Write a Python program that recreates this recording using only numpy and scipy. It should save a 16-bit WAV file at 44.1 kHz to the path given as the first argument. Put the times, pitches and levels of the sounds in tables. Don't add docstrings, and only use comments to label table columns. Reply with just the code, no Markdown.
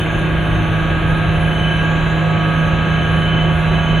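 import sys
import numpy as np
from scipy import signal
from scipy.fft import rfft, irfft
from scipy.io import wavfile
from scipy.ndimage import uniform_filter1d

SR = 44100
rng = np.random.default_rng(int(sys.argv[2]) if len(sys.argv) > 2 else 0)


def persist_wave(psi):
    counts = np.round(np.clip(psi, -1, 1) * 32767).astype(np.int16)
    wavfile.write(sys.argv[1], SR, np.atleast_2d(counts).T)


N = 176400


def gain(db):
    return 10 ** (np.asarray(db) / 20)


def unit_strength(x):
    return x / np.sqrt(np.mean(abs(x) ** 2) + 1e-20)


def over_time(points):
    return np.interp(np.arange(N) / SR, *np.transpose(points))


def over_pitch(points, hz):
    table_hz, level = np.transpose(points)
    return np.interp(np.log(hz + 1), np.log(table_hz + 1), level)


def drift(rate_hz):
    hz = np.fft.rfftfreq(N, 1 / SR)
    spectrum = rfft(rng.standard_normal(N)) * (hz > 0)
    return unit_strength(irfft(spectrum / (1 + (hz / rate_hz) ** 4), N))


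def patches(shape, frames, bins):
    smooth_in_time = uniform_filter1d(rng.standard_normal(shape), frames, axis=1)
    return unit_strength(uniform_filter1d(smooth_in_time, bins, axis=0))


# (time [s], speed above average [%])
SHAFT_SPEED = [(0, -.3), (1, -.17), (2, .05), (3.2, .1), (4, .24)]

def tone(hz, level_db, shake, shake_hz=7, geared=True):
    speed = 1 + over_time(SHAFT_SPEED) / 100 * geared
    cycles = np.cumsum(hz * speed) / SR + rng.random()
    wobble = (drift(shake_hz) + 1j * drift(shake_hz)) / np.sqrt(2)
    wave = np.exp(2j * np.pi * cycles) * (1 + shake * wobble) / np.sqrt(1 + shake ** 2)
    return np.sqrt(2) * gain(level_db) * wave.real


# (time [s], level [dB])
HUM_LEVEL = [(0, -21.5), (.8, -19), (1.4, -18.5), (2.4, -16.8), (3, -17.5), (4, -16.5)]

def drive_hum():
    return tone(hz=159.9, level_db=over_time(HUM_LEVEL), shake=.13)


# (pitch [Hz], base level [dB per Hz])
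GAS_SPECTRUM = [(12,-66),(22,-56),(35,-42.5),(60,-41.5),(110,-44),(135,-47.5),(185,-49.5),(215,-53.5),(330,-51.5),(440,-54.5),(690,-55),(745,-59),(850,-56),(1000,-61),(1110,-55.5),(1220,-61.5),(1500,-60.5),(1630,-53),(1740,-60),(1860,-62.5),(2150,-61.5),(2650,-58),(2900,-65.5),(3050,-61.5),(3170,-71.5),(3300,-66),(3480,-66),(3700,-72.5),(4200,-77.5),(4400,-89),(4650,-94),(4850,-112)]
# (time [s], level change [dB])
RUMBLE_SWELL = [(0, 0), (0.3, -1), (0.55, 1), (0.85, 2), (1.1, 1), (1.33, 1), (1.6, 0), (2.1, -1),
                (2.45, -4), (2.7, 0), (3.1, 1), (3.35, 0), (3.65, 1), (3.92, 2)]
ROAR_SWELL = [(0, -1.6), (1.5, -1.5), (3.3, -1), (4, -1.4)]

def gas_roar(rumble_top_hz=117):
    hz = np.fft.rfftfreq(N, 1 / SR)
    flow = rfft(rng.standard_normal(N)) * gain(over_pitch(GAS_SPECTRUM, hz)) * np.sqrt(SR / 2)
    low_share = 1 / (1 + (hz / rumble_top_hz) ** 6)
    rumble = irfft(flow * low_share, N) * gain(over_time(RUMBLE_SWELL) + drift(10))
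    roar = irfft(flow * (1 - low_share), N) * gain(over_time(ROAR_SWELL) + .3 * drift(35))
    return rumble + roar


# (time [s], level [dB])
LOW_GEAR_LEVEL = [(0, -40), (0.6, -37.5), (1.15, -31.5), (1.45, -38.5), (1.8, -38), (2.15, -37),
                  (2.4, -29.5), (3.2, -34.5), (4, -37)]
MID_GEAR_LEVEL = [(0, -34.5), (0.7, -32.5), (1.05, -32.5), (1.35, -34), (1.8, -26.5), (2.2, -33.5),
                  (2.6, -31), (3.1, -28), (3.8, -41), (4, -33)]
HIGH_GEAR_LEVEL = [(0, -62), (.8, -50), (1.25, -44.5), (1.42, -49.5), (2.25, -43.5), (2.7, -46.5),
                   (3.3, -45), (3.55, -53), (3.64, -40.5), (3.79, -42), (3.84, -56), (4, -40)]

def gear_tones():
    low = tone(hz=1263, level_db=over_time(LOW_GEAR_LEVEL), shake=.11)
    mid = tone(hz=1621.3, level_db=over_time(MID_GEAR_LEVEL), shake=.2)
    high = tone(hz=3911, level_db=over_time(HIGH_GEAR_LEVEL), shake=.33)
    return low + mid + high


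# (time [s], level [dB])
LOW_SHAFT_LEVEL = [(0, -39), (.9, -38), (1.2, -35.5), (1.5, -32.5), (1.73, -38.5), (2.35, -33),
                   (2.6, -38.5), (3.55, -31.5), (4, -37)]
HIGH_SHAFT_LEVEL = [(0, -39), (.95, -35), (1.5, -42), (1.8, -35.5), (2.4, -33.5), (3.2, -35), (3.8, -33),
                    (4, -34)]

def shaft_tones():
    low = tone(hz=707.3, level_db=over_time(LOW_SHAFT_LEVEL), shake=.3)
    high = tone(hz=1143.3, level_db=over_time(HIGH_SHAFT_LEVEL), shake=.25)
    return low + high


# (pitch at average speed [Hz], base level halfway [dB], rise [dB per s])
WEAK_TONES = [(107.3, -30.1, -0.4), (190, -35.3, 0.5), (240, -42.4, 0.9), (319.8, -36.2, -2.7),
              (357, -38.3, 0.2), (506.7, -43.4, 0.5), (530.6, -40.5, 0.1), (599.3, -42.5, 0.4),
              (666.3, -42.5, 1.1), (861, -47.4, -0.4), (962, -44.8, 2.1), (1331, -47.2, 1.2),
              (1389, -47.2, -0.5), (1441.5, -44.4, 2.0), (1470, -47.4, -3.3), (1503, -46.6, 0.3),
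              (1568, -43.4, -1.5), (1643, -40.0, 1.4), (1659, -42.4, -0.2), (1775, -46.9, -0.1),
              (2085, -49.4, 2.2), (2655, -47.2, 0.8), (3109, -52.3, -1.9), (3269, -49.8, 0.5),
              (3655, -57.1, -6.2)]

def weak_tones(boost_db=.5, fade_db=2):
    from_middle_s = (np.arange(N) - N / 2) / SR
    out = np.zeros(N)
    for hz, base_db, rise in WEAK_TONES:
        level_db = base_db + boost_db + rise * from_middle_s + fade_db * drift(1.4)
        out += tone(hz, level_db, shake=.3)
    return out


# (time [s], level [dB])
WHINE_LEVEL = [(0, -29), (.08, -43.5), (.5, -39.5), (1.17, -44), (1.42, -38.5), (1.56, -31.5), (1.72, -29),
               (1.9, -37), (2.15, -41.5), (2.4, -37), (2.68, -40.5), (3, -33.5), (3.2, -33.5), (3.25, -29),
               (3.44, -27.5), (3.48, -31), (3.64, -41.5), (3.8, -31.5), (4, -30)]

def beating_whine():
    level_db = over_time(WHINE_LEVEL)
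    main = tone(hz=3022, level_db=level_db, shake=.12, geared=False)
    partner = tone(hz=3048, level_db=level_db - 4.5, shake=.45, geared=False)
    return main + partner


# (pitch [Hz], base level [dB per Hz])
HISS_SPECTRUM = [(4900, -112), (5300, -104), (5700, -105), (5950, -85.5), (6450, -80.5), (6650, -90),
                 (7020, -86), (7450, -100), (8150, -101), (8650, -95.5), (9300, -99.5), (10050, -99),
                 (10400, -87), (10900, -90.5), (11550, -104), (15600, -104)]
# (bottom [Hz], top [Hz])
HISS_BAND_EDGES = [(5700, 6680), (6680, 7400), (10000, 11400)]
# (time [s], level change [dB])
LOW_HISS_SWELL = [(0, -2), (0.2, 0), (0.35, -5), (0.55, -1), (0.7, -1.5), (0.85, 0), (1, -6.5), (1.25, -4),
                  (1.4, -0.5), (1.6, 1), (2.05, 0), (2.45, -3), (2.62, 1.5), (2.95, 1), (3.15, -2),
                  (3.4, -3), (3.55, -4), (3.7, 0.5), (4, 1.5)]
MID_HISS_SWELL = [(0, -1), (0.1, 1), (0.35, -3), (0.65, -7), (0.85, 2), (1, -3), (1.15, 0), (1.65, -5),
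                  (1.8, -7), (1.92, 5.5), (2.4, 3), (2.6, -3), (2.75, -2), (3.1, -2), (3.23, 1), (3.38, -6),
                  (3.68, 2), (4, -2)]
HIGH_HISS_SWELL = [(0, 4), (0.2, 0.5), (0.35, -1), (0.55, 0.5), (0.8, 2), (0.95, -5), (1.1, 2),
                   (1.23, -1.5), (1.38, 5), (1.65, 1), (2.1, -5), (2.4, -8.5), (2.57, 0), (2.85, -7),
                   (3.2, 3), (3.35, -5), (3.55, 0.5), (4, -7)]

def hiss(waver_db=2, flicker_db=2.2):
    slicing = dict(nperseg=1024, noverlap=768)
    hz, times, noise = signal.stft(rng.standard_normal(N), SR, **slicing)
    db = over_pitch(HISS_SPECTRUM, hz)[:, None] + waver_db * patches(noise.shape, frames=20, bins=9)
    db += flicker_db * patches(noise.shape, frames=12, bins=4)
    for (bottom, top), swell in zip(HISS_BAND_EDGES, (LOW_HISS_SWELL, MID_HISS_SWELL, HIGH_HISS_SWELL)):
        in_band = (hz > bottom) & (hz < top)
        db += np.outer(in_band, np.interp(times, *np.transpose(swell)))
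    highs_only = (hz > HISS_SPECTRUM[0][0])[:, None]
    _, sound = signal.istft(noise * gain(db) * highs_only, **slicing)
    return np.sqrt(SR / 2) * sound[:N]


# (time [s], level [dB])
WHISTLE_LEVEL = [(1.45, -110), (1.52, -65), (1.75, -72), (1.95, -86), (2.1, -110)]

def whistle():
    return tone(hz=7810, level_db=over_time(WHISTLE_LEVEL), shake=.5, shake_hz=20, geared=False)


def scene():
    tones = drive_hum() + gear_tones() + shaft_tones() + weak_tones() + beating_whine() + whistle()
    return np.tile(tones + gas_roar() + hiss(), (2, 1))


def record(dry, echo_s=.01, echo_db=-8.5, top_hz=15780):
    echo = dry[0]
    for hz, kind in [(105, "high"), (10500, "low")] * 2:
        echo = signal.lfilter(*signal.butter(1, hz, kind, fs=SR), echo)
    echo = gain(echo_db) * np.pad(echo, (round(echo_s * SR), 0))[:N]
    wide = dry + np.array([echo, -echo])
    treble_cut = signal.firwin(1023, top_hz, window=("kaiser", 9), fs=SR)
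    return signal.oaconvolve(wide, treble_cut[None], "same")


dry = scene()
out = record(dry)
persist_wave(out)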